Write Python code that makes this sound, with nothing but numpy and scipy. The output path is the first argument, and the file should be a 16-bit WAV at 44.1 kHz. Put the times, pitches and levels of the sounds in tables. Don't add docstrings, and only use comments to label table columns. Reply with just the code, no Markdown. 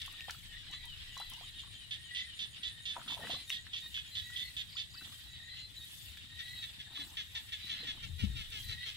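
import sys
import numpy as np
from scipy import signal
from scipy.io import wavfile
from scipy.ndimage import uniform_filter1d

SR = 44100
rng = np.random.default_rng(int(sys.argv[2]) if len(sys.argv) > 2 else 0)


def elevation(decibels):
    levels = np.asarray(decibels, float)
    return 10 ** (levels / 20)


def to_wav(sig):
    pcm = np.clip(np.atleast_2d(sig), -1, 1) * 32767
    pcm = np.round(pcm).astype(np.int16)
    wavfile.write(sys.argv[1], SR, pcm.T)


N = 395136

# frequency in Hz, level in dB.
FAR_INSECT_COLOUR = [(180, -62), (300, -14.5), (687, -18.5), (1270, -30), (1650, -21.5), (1830, -13.5),
                     (2230, -39), (3050, -14.5), (3670, -0.5), (5640, -23.5), (7860, -9.5), (8540, -16.5),
                     (9270, -13), (10600, -23.5), (15800, -47)]
CHORUS_COLOUR = [(820, -26.5), (1400, -16.5), (1860, -7.5), (2280, -8.5), (3140, 1), (3760, 1), (4340, -9),
                 (5200, -12.5), (6760, -29.5), (11400, -120)]
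WIND_COLOUR = [(8.8, -42), (15, -47), (60, 3.5), (97, 2.5), (127, -1), (221, -18.5), (450, -33.5),
               (580, -71), (990, -120)]
BUFFET_COLOUR = [(10, -27), (22, -4), (40, 0), (55, -45)]
WADING_COLOUR = [(71, -30), (120, 22.5), (333, 0.5), (411, -18), (641, -0.5), (855, 2.5), (976, -2.5),
                 (1700, 2.5), (2210, -22), (3740, -120)]
GRASS_COLOUR = [(2650, -29), (4500, -1.5), (6460, -5.5), (7930, -0.5), (9380, -3.5), (10300, -2.5),
                (15000, -6), (15800, -5)]
# time in seconds, level in dB.
CHORUS_LEVEL = [(0.0, -49.5), (0.65, -56.5), (1.25, -48.5), (1.52, -55), (3.14, -54.5), (3.29, -48),
                (3.62, -57), (4.42, -53.5), (4.62, -56.5), (7.24, -56), (7.78, -49), (8.14, -57),
                (8.96, -49)]
# middle in seconds, half length in seconds, level in dB.
GUSTS = [
    (.85, 0.21, -60.5),
    (3.3, 0.088, -67),
    (4.5, 0.48, -61.5),
    (6.2, 0.15, -61),
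    (8.08, 0.067, -52.5),
    (8.3, 0.072, -43),
    (8.55, 0.033, -52.5),
    (8.7, 0.075, -53),
]
# middle in seconds, half length in seconds, level in dB.
BUFFETS = [
    (.9, .5, -59),
    (8.3, 0.27, -52),
    (8.65, 0.12, -64),
]
# middle in seconds, half length in seconds, level in dB.
STEPS = [
    (.12, 0.1, -80),
    (0.758, 0.11, -83),
    (1.288, 0.1, -77),
    (2.988, 0.034, -60.5),
    (3.105, 0.055, -59.5),
    (3.278, 0.076, -53.5),
]
# middle in seconds, half length in seconds, level in dB.
STIRRING = [
    (5.08, 0.071, -66),
    (7.02, 0.079, -60),
    (7.86, 0.11, -61),
]
# middle in seconds, half length in seconds, level in dB.
BRUSHES = [(0.04, 0.072, -63.5), (0.346, 0.15, -62), (1.234, 0.29, -66.5), (3.116, 0.1, -62),
           (3.29, 0.1, -60), (3.517, 0.033, -56), (3.9, 0.061, -59), (4.353, 0.25, -60), (5.113, 0.13, -59),
           (5.966, 0.14, -56), (6.555, 0.16, -60.5), (7.064, 0.086, -58.5), (7.35, 0.17, -65.5),
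           (7.602, 0.28, -63.5), (8.335, 0.2, -63.5), (8.63, 0.046, -55), (8.9, 0.38, -63)]
# frequency in Hz, width in Hz, level in dB.
THROAT_BANDS = [(3527, 327, 5), (2790, 920, -3), (3820, 1230, -2), (6540, 1140, -19.5)]
# start in seconds, effort in dB.
QUACKS_RIGHT = [(1.576, -43), (1.909, -34.5), (2.149, -33.5), (2.391, -34), (2.632, -34), (2.855, -33.5),
                (3.08, -33.5), (3.302, -34), (3.518, -34), (3.733, -34), (3.943, -34), (4.153, -34),
                (4.36, -33.5), (4.567, -34), (4.768, -34), (5.03, -45.5)]
QUACKS_BEHIND = [(.001, -40), (0.512, -49), (0.719, -41), (6.384, -38.5), (6.619, -38), (6.784, -41.5),
                 (6.946, -38.5), (6.991, -37.5), (7.17, -33.5), (7.351, -34), (7.521, -34.5),
                 (7.695, -33.5), (7.87, -33.5)]
QUACKS_DEEP = [
    (7.47, -49),
    (7.655, -45),
    (7.835, -47),
    (8.019, -40),
    (8.18, -38.5),
    (8.351, -38.5),
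    (8.514, -38.5),
    (8.679, -39),
    (8.847, -39),
]
# effort in dB, length in seconds, low throat band in dB.
FULL_CALLS = [
    (-34, 0.06, -13),
    (-33.5, 0.052, -8.5),
    (-38.5, 0.081, -10.5),
]
# settled pulse rate in Hz, starting lift as a share, settling time in seconds,
# rise time in seconds, left-right balance in dB, throat size factor.
VOICES = [
    (436, .12, .012, .0015, -4.8, 1.0),
    (433, .14, .015, .003, 1, 1.0),
    (400, .25, .07, .015, 1, .87),
]
RASPS = (1.25, 1, 1.05)
# start in seconds, level in
# dB, pitch in Hz.
SNAPS = [(.001, -43, 3630), (.018, -29, 3420), (.308, -41, 4470), (.207, -31.5, 2640), (.297, -29, 1750),
         (.736, -51, 2510), (3.271, -33.5, 1680), (3.272, -47, 895), (3.496, -41, 2570),
         (3.5022, -22, 2730), (3.5024, -30, 1970), (3.667, -45, 1760), (3.668, -57, 3300),
         (6.119, -47, 3580), (6.171, -47, 1720), (6.172, -41, 3470)]
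# start in seconds, level in dB, pitch in Hz.
TICKS = [(0.021, -44, 6000), (.062, -35, 9800), (0.1254, -40, 9300), (0.308, -29, 6200),
         (0.459, -47.5, 6200), (0.712, -39, 5600), (.854, -37, 9200), (1.176, -34, 5850),
         (1.1997, -34.5, 8700), (1.2985, -33.5, 10400), (1.335, -36, 6140), (1.585, -53, 4400),
         (3.496, -30, 7800), (3.806, -42, 8830), (7.6538, -41, 8340), (8.503, -39, 8500)]
# start in seconds, level in dB.
PEEPS = [(0.039, -60), (0.257, -58.5), (0.464, -60), (0.661, -58.5), (0.864, -54), (1.079, -57.5),
         (1.287, -56.5), (1.531, -60), (1.782, -60), (2.031, -59), (2.272, -59.5), (2.523, -66)]
# start in seconds, length in seconds, first pitch in Hz, last pitch in Hz, level in dB.
SLIDES = [(.06, 0.18, 615, 625, -67), (0.189, 0.076, 620, 609.4, -56.5), (.48, 0.089, 622, 613, -63),
          (0.547, 0.025, 616, 650, -55.5), (0.71, 0.16, 677, 647, -63.5), (1.055, 0.26, 649, 659, -65),
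          (1.4, 0.21, 612, 630, -74), (2.68, 0.14, 606, 610, -65), (1.937, 0.18, 616, 634, -63.5),
          (2.102, 0.15, 641, 675, -51.5), (2.247, 0.07, 623, 613, -61.5), (3.197, 0.08, 600, 666, -58),
          (3.518, 0.085, 618, 637, -57), (4.09, 0.19, 617, 635, -72), (4.253, 0.25, 636, 669, -54.5),
          (5.383, 0.16, 611, 630, -60.5), (5.412, 0.13, 668, 661, -65), (6.301, 0.26, 610, 667.4, -56.5),
          (7.43, 0.12, 614, 630, -70), (7.74, 0.17, 627, 617, -63), (8.632, 0.13, 622, 637, -58.5),
          (8.765, 0.089, 635, 666, -52)]
# start in seconds, length in seconds, pitch in Hz, level in dB.
SQUEALS = [(0.077, 0.13, 624, -62), (0.532, 0.046, 595, -55), (0.684, 0.1, 668, -55),
           (0.707, 0.074, 647, -53.5), (0.785, 0.074, 634, -57), (1.166, 0.07, 665, -50),
           (1.256, 0.037, 662, -56), (1.46, 0.033, 624, -53.5), (1.548, 0.04, 618, -54.5),
           (1.68, 0.022, 617, -67), (1.719, 0.039, 587, -55), (5.33, 0.13, 621, -59.5),
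           (2.622, 0.076, 649, -51), (2.7, 0.14, 613, -59.5), (3.196, 0.17, 650, -55.5),
           (3.295, 0.13, 674, -50), (3.473, 0.05, 620, -50), (3.812, 0.065, 621, -49),
           (4.112, 0.075, 672, -51.5), (4.15, .12, 639, -51), (4.415, 0.079, 716, -53),
           (4.954, 0.081, 660, -56.5), (5.275, 0.1, 646.6, -54), (5.49, 0.17, 674, -51),
           (5.398, 0.086, 655, -62), (8.099, 0.17, 640, -62), (5.79, 0.061, 622, -53),
           (6.271, 0.14, 619, -60), (6.55, 0.11, 638, -47.5), (6.842, 0.13, 612, -57.5),
           (6.928, 0.12, 665, -51.5), (7.606, 0.1, 658, -53), (7.687, 0.14, 673, -49.5),
           (8.241, 0.15, 614, -57.5), (8.769, 0.064, 622, -53.5), (6.442, 0.21, 700, -60),
           (6.4, 0.13, 638, -55.5), (8.637, 0.11, 664, -49), (8.788, 0.094, 699, -57)]
# start in seconds, level in dB, pitch in Hz.
PLOPS = [(.078, -46.5, 1080), (.138, -56, 1180), (.282, -36.5, 780), (.295, -36.5, 1380), (.345, -49, 1326),
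         (.43, -54, 2170), (.63, -56, 1580), (.668, -52.5, 1630), (.734, -51, 1157), (.841, -59, 915),
         (1.167, -41.5, 1020), (1.2, -43, 800), (1.317, -51.5, 1000), (1.33, -53, 860), (1.409, -51, 710),
         (1.634, -55.5, 1080), (1.645, -60, 900), (1.672, -65, 1090), (2.943, -55, 1700), (2.955, -50, 884),
         (2.965, -31.5, 923), (2.978, -43, 633), (2.994, -48, 1375), (3.014, -45, 1216), (3.077, -47, 1200),
         (3.099, -45, 940), (3.121, -42, 923), (3.176, -43.5, 916), (3.191, -41, 570), (3.168, -46, 700),
         (3.204, -45, 800), (3.213, -47, 606), (3.232, -55, 890), (3.246, -48, 444), (3.248, -56, 1200),
         (3.326, -53, 900), (3.36, -51, 695), (3.29, -39, 300), (3.296, -38, 663), (3.333, -43, 515),
         (3.345, -45, 1100), (3.74, -59, 1050), (3.84, -65, 1020), (3.975, -48.5, 1580), (4.3, -54, 1390),
         (5.01, -48, 1464), (5.12, -54, 1140), (6.975, -50.5, 1110), (7.828, -54, 455)]
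# start in
# seconds, length in seconds, first and last pitch in Hz, level in dB.
NOTES = [(.34, 0.072, 3270, 3430, -59), (1.245, 0.045, 3250, 3150, -64), (1.415, 0.049, 3230, 3100, -52),
         (1.589, 0.045, 3230, 3130, -55), (1.735, 0.048, 3180, 3110, -54), (4.955, 0.08, 2590, 2700, -57),
         (4.96, .035, 3010, 2980, -58), (5.03, .07, 3400, 3330, -61), (3.223, 0.015, 1820, 1860, -44),
         (5.762, 0.027, 3990, 3960, -47), (6.865, 0.017, 1720, 1700, -59), (5.14, 0.028, 3150, 3150, -57),
         (8.576, 0.042, 3300, 3180, -47.5), (8.849, 0.047, 3280, 3190, -47)]
# start in seconds, length in seconds, first and last pitch in Hz, level in dB.
GULPS = [
    (0.691, 0.048, 653, 1215, -66),
    (0.851, 0.03, 786, 1010, -65),
    (1.207, 0.013, 620, 1630, -48.5),
    (1.314, 0.029, 1200, 804, -69),
    (1.37, 0.019, 790, 1060, -60),
    (1.407, 0.04, 660, 1316, -60.5),
    (1.666, 0.0145, 950, 1250, -71),
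    (2.589, 0.028, 1230, 1700, -72),
    (4.944, 0.053, 1400, 1900, -66),
]
NEAR_CHIRPS = [0.709, 1.106, 1.41, 1.58, 1.715, 2.03, 2.185, 2.335, 2.495, 2.645, 2.81, 2.946, 3.096, 3.25,
               3.415, 3.585, 3.766, 3.91, 4.054, 4.22, 4.375, 4.565, 4.725, 4.892, 5.28, 5.422, 5.564,
               5.739]
# start in seconds, end in seconds, level in dB.
BOUTS = [
    [(1.313, 3.565, -61.5)],
    [(7.17, 8.3, -70)],
    [(6.86, 7.17, -70), (7.32, 7.42, -69)],
]
# chirp period in seconds, chirp length in seconds, strokes per second,
# pitch in Hz, width in Hz.
CHIRPERS = [
    (.1135, .09, 128, 9300, 750),
    (.176, .05, 77, 6900, 350),
    (.105, .1, 70, 880, 230),
]
# start in seconds, level in dB.
TWEETS = [
    (4.688, -58),
    (4.719, -51),
    (4.752, -46.5),
    (4.79, -43.5),
    (4.902, -57),
    (4.937, -49),
    (4.971, -46.5),
]
# start in seconds, level in dB.
CHUCKS = [
    (4.752, -57.5),
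    (4.94, -59.5),
]
# length in seconds, first pitch in Hz, last pitch in Hz.
TWEET_SHAPE = (0.0166, 5180, 4300)
CHUCK_SHAPE = (0.0195, 890, 1590)
# start in seconds, level in dB, pitch in Hz, time to fall 60 dB in seconds.
THUMPS = [
    (6.987, -45, 293, 0.19),
    (7.839, -50, 286, 0.18),
    (8.094, -29, 82.6, 0.35),
    (8.216, -20, 90.8, 0.3),
    (8.233, -16, 207, 0.07),
    (8.251, -18.5, 75.6, 0.16),
    (8.298, -20, 72, 0.11),
]


def evened(x):
    return x / np.sqrt(np.mean(x ** 2) + 1e-20)


def wander(n, span):
    return evened(uniform_filter1d(uniform_filter1d(rng.standard_normal(n), span), span))


def resonate(x, hz, width):
    turn = np.exp(2j * np.pi * np.cumsum(hz * np.ones(len(x))) / SR)
    r = np.exp(-np.pi * width / SR)
    return 2 * (turn * signal.lfilter([1 - r], [1, -r], x / turn)).real


def add(mix, s, sound, pan_db, lag=0):
    for side, late, sign in ((0, lag, 0.79), (1, 0, -1.1)):
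        part = mix[side, round(s * SR) + late:][:len(sound)]
        part += elevation(sign * pan_db / 2) * sound[:len(part)]


def hiss(colour, level, same, pan_db, patchy_db, flicker_db, size):
    frames, hz = 2 * N // size + 5, np.fft.rfftfreq(size, 1 / SR)
    a, b, c, d, patches = rng.standard_normal((5, len(hz), frames), dtype=np.float32)
    patches = uniform_filter1d(uniform_filter1d(patches, size=5, axis=0), size=4, axis=1)
    f, db = np.transpose(colour)
    shape_db = np.interp(np.log(hz + 1), np.log(f + 1), db, -90, -90)[:, None]
    left = a + 1j * b
    right = same * left + np.sqrt(1 - same ** 2) * (c + 1j * d)
    gain_db = shape_db + patchy_db * evened(patches) + flicker_db * wander(frames, span=2)
    spectra = np.array([left, right]) * elevation(gain_db)
    sides = evened(signal.istft(spectra, window="cosine", nperseg=size)[1][:, :N])
    s, db = np.transpose(level)
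    return sides * elevation([[pan_db / 2], [-pan_db / 2]]) * elevation(np.interp(np.arange(N) / SR, s, db))


def swells(rows, floor_db):
    t = np.linspace(0, N / SR, num=2000)
    power = sum(elevation(2 * db) * np.exp(-((t - s) / half) ** 2) for s, half, db in rows)
    return np.transpose([t, 10 * np.log10(power + elevation(2 * floor_db))])


def far_insects():
    level = [(0, -61.5), (9, -61.5)]
    return hiss(FAR_INSECT_COLOUR, level, 0, 1.5, patchy_db=1.5, flicker_db=.6, size=1024)


def far_chorus():
    return hiss(CHORUS_COLOUR, CHORUS_LEVEL, 0, .3, patchy_db=2.8, flicker_db=2.5, size=1024)


def wind():
    rumble = hiss(WIND_COLOUR, swells(GUSTS, -61.5), .5, 9, patchy_db=1.5, flicker_db=1, size=2048)
    beating = swells(BUFFETS, -77)
    return rumble + hiss(BUFFET_COLOUR, beating, .76, 1.7, patchy_db=.5, flicker_db=-2.5, size=4096)


def wading():
    strokes = swells(STEPS + STIRRING, -71.5)
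    return hiss(WADING_COLOUR, strokes, .9, 1.5, patchy_db=3, flicker_db=3.5, size=256)


def brushed_grass():
    return hiss(GRASS_COLOUR, swells(BRUSHES, -71), .21, 3.1, patchy_db=4, flicker_db=.5, size=256)


def quack(db, low_db, length, hz, lift, settle, rise, throat, rasp=1):
    t = np.arange(0, length + .04, 1 / SR)
    unsteady = 1 + .013 * rasp * wander(len(t), span=100)
    pulse_hz = hz * rng.uniform(.94, 1.02) * (1 + lift * np.exp(-t / settle)) * unsteady
    turns = np.cumsum(pulse_hz) / SR
    at = np.flatnonzero(np.diff(np.floor(turns), prepend=-1))
    pulses = np.zeros(len(t))
    pulses[at] = (1 + .25 * (-1.) ** np.arange(len(at))) * elevation(2 * rng.standard_normal(len(at)))
    breath = .28 * rasp * rng.standard_normal(len(t))
    effort = [max(1.4 - 100 * rise, .1), 1.4, 1.05, .35, .05]
    drive = (evened(pulses) + breath) * np.interp(t, [0, rise, length - .008, length, length + .04], effort)
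    mouth = throat * rng.uniform(.97, 1.03) * (1 - .02 * np.exp(-t / .03))
    bands = [(f * mouth, width / throat ** 8, g) for f, width, g in THROAT_BANDS]
    bands.append((1866 / throat, 380 / throat ** 6, low_db + 5))
    sound = np.zeros(len(t))
    for k, (f, width, g) in enumerate(bands):
        band = evened(resonate(resonate(drive, f, width), f, 2 * width))
        sound += (-1) ** k * elevation(g + 1.2 * rng.standard_normal()) * band
    return elevation(db - 9) * evened(sound)


def squeal(length, hz_from, hz_to, third_db, sixth_db, beat=0):
    n = round((length + .0185) * SR)
    t = np.arange(n) / SR
    hz = np.linspace(hz_from, hz_to, n) * (1 + .004 * wander(n, span=350))
    phase = 2 * np.pi * np.cumsum(hz) / SR
    levels = {3: third_db, 4: sixth_db - 19, 5: sixth_db - 20, 6: sixth_db, 7: sixth_db - 17}
    flutter_db = 2 * wander(n, span=60)
    sound = np.zeros(n)
    for k, db in levels.items():
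        sound += elevation(db + 2 * wander(n, span=350) + flutter_db) * np.sin(k * phase)
    sound *= 1 + beat * np.sin(2 * np.pi * (38 * t + rng.random()))
    return np.sqrt(2) * sound * np.interp(t, [0, .02, length, length + .019], [0, .65, 1.15, 0])


def far_frog_crowd(near):
    for when, long, pitch, loud, side, sac in rng.random(size=(90, 6)):
        hz, db = 600 + 70 * pitch, -71 + 6 * loud
        call = squeal(.048 + .167 * long, hz, hz * 1.02, db - 23 + 9 * sac, db)
        add(near, when * N / SR, call, 12 * side - 6, round(24 * side))
    for when, long, pitch, loud, side in rng.random(size=(32, 5)):
        call = quack(-54 + 7 * loud, -12, .04 + .04 * long, 400 + 90 * pitch, .1, .02, .01, throat=.98)
        add(near, when * N / SR, call, 12 * side - 6, round(24 * side))
    wavering_hz = 1883 * (1 + .02 * wander(N, span=6000))
    drone = evened(resonate(rng.standard_normal(N), wavering_hz, width=51))
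    add(near, 0, elevation(-68.5) * drone, 2, lag=8)


def quacking_frogs(near):
    callers = zip((QUACKS_RIGHT, QUACKS_BEHIND, QUACKS_DEEP), FULL_CALLS, VOICES, RASPS, (10, 22, 22))
    for rows, (full_db, length, low_db), voice, rasp, lag in callers:
        hz, lift, settle, rise, pan_db, throat = voice
        for s, db in rows:
            weak = full_db - db
            long = max(length - .03 * weak, .037)
            slow = np.clip(rise + .002 * weak, .001, .024)
            call = quack(db, low_db + .18 * weak, long, hz, lift, settle, slow, throat, rasp)
            add(near, s, call, pan_db, lag)


def ring(db, hz, t60, glide, rough):
    t = np.arange(0, t60, 1 / SR)
    tone = np.sin(2 * np.pi * hz * (t + glide * t ** 2 / t60))
    puff = evened(resonate(resonate(rng.standard_normal(len(t)), hz, hz), hz, hz))
    onset = np.sin(np.pi / 2 * np.minimum(t * hz / 1.5, 1)) ** 2
    struck = elevation(db - 60 * t / t60) * (tone + rough * puff) * onset
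    return signal.lfilter(*signal.butter(3, 1.2 * hz / SR, "high"), struck)


def longer_if_faint(t60, db):
    return t60 + .0012 * max(-33 - db, 0)


def snapping_stems(near):
    for s, db, hz in SNAPS:
        add(near, s, ring(db, hz, longer_if_faint(.011, db), glide=.05, rough=.5), 1.5)


def droplets(near):
    for (s, half, db), drops in zip(STEPS, rng.random(size=(len(STEPS), 9, 3))):
        for when, pitch, loud in drops:
            drop = ring(db + 7.5 + 10 * loud, 462 * 3 ** pitch, .014, glide=.16, rough=.89)
            add(near, s + half * (2 * when - 1), drop, 1)


def ticking_leaves(near):
    for s, db, hz in TICKS:
        add(near, s, ring(db - 21, hz, .018, glide=.05, rough=4.5), 3, lag=8)


def whistle(length, hz_from, hz_to, db, count):
    along = np.linspace(0, 1, round(length * SR), endpoint=False)
    steps = uniform_filter1d((np.floor(along * count) + .5) / count, size=120)
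    tone = np.sin(2 * np.pi * np.cumsum(hz_from + (hz_to - hz_from) * steps) / SR)
    swell = signal.windows.tukey(len(along), .3) * (.45 + .55 * along)
    return np.sqrt(2) * elevation(db) * tone * swell


def peeping_frog(near):
    for s, db in PEEPS:
        add(near, s, whistle(.09, 3220, 2820, db + 4, count=3), pan_db=3.5 + 6 * s)


def squealing_frogs(near):
    for s, *call, db in SLIDES:
        add(near, s - .01, squeal(*call, db + 1, db - 5, beat=.55), 3, lag=19)
    for s, long, hz, db in SQUEALS:
        call = squeal(long, hz, hz + 60 * long, db - 12, db)
        add(near, s - .01, call, 1, lag=22 * (hz > 666))


def mud_plops(near):
    for s, db, hz in PLOPS:
        add(near, s, ring(db, hz, longer_if_faint(.034, db), glide=.16, rough=.45), 1.5)


def gulps_and_notes(near):
    for s, *note, db in GULPS + NOTES:
        add(near, s, whistle(*note, db, count=8), 1.5)


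def cricket(start, end, period, length, strokes, hz, width, db):
    t = np.arange(0, end - start, 1 / SR)
    inside = t % period
    chirps = np.sin(np.pi * np.clip(inside / length, 0, 1)) ** .5
    bout = signal.windows.tukey(len(t), .1) * np.linspace(.7, 1.1, len(t))
    scrape = np.cos(np.pi * strokes * inside) ** 4 * rng.standard_normal(len(t))
    wing = evened(resonate(resonate(scrape, hz, width), hz, 2 * width))
    return elevation(db) * wing * chirps * bout


def chirpers(near):
    for s in NEAR_CHIRPS:
        add(near, s, cricket(0, .065, .07, .065, 77, 6950, 400, db=-65.5), 1.5)
    for bouts, kind in zip(BOUTS, CHIRPERS):
        for start, end, db in bouts:
            add(near, start, cricket(start, end, *kind, db), 1.5, lag=6)


def birds(near):
    for rows, sweep in ((TWEETS, TWEET_SHAPE), (CHUCKS, CHUCK_SHAPE)):
        for s, db in rows:
            add(near, s, whistle(*sweep, db, count=40), 1)


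def wind_thumps(mix):
    for s, db, hz, t60 in THUMPS:
        add(mix, s, ring(db - 5, hz, t60, glide=-.1, rough=.08), 12, lag=42)


def reeds(x):
    t = np.arange(round(.25 * SR)) / SR
    tail = rng.standard_normal((2, len(t))) * elevation(-60 * t / .17) * (t > .003)
    return signal.fftconvolve(x, tail / np.linalg.norm(tail[0]), axes=1)[:, :N]


def scene():
    near = np.zeros((2, N))
    for source in (far_frog_crowd, quacking_frogs, snapping_stems, droplets, ticking_leaves, peeping_frog,
                   squealing_frogs, mud_plops, gulps_and_notes, chirpers, birds):
        source(near)
    mix = far_insects() + far_chorus() + wind() + wading() + brushed_grass()
    wind_thumps(mix)
    return mix + near + elevation(-7) * reeds(near)


def band_limit(x):
    return signal.sosfilt(signal.butter(12, 15800, fs=SR, output="sos"), x)


def record(dry):
    return band_limit(dry)


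dry = scene()
out = record(dry)
to_wav(out)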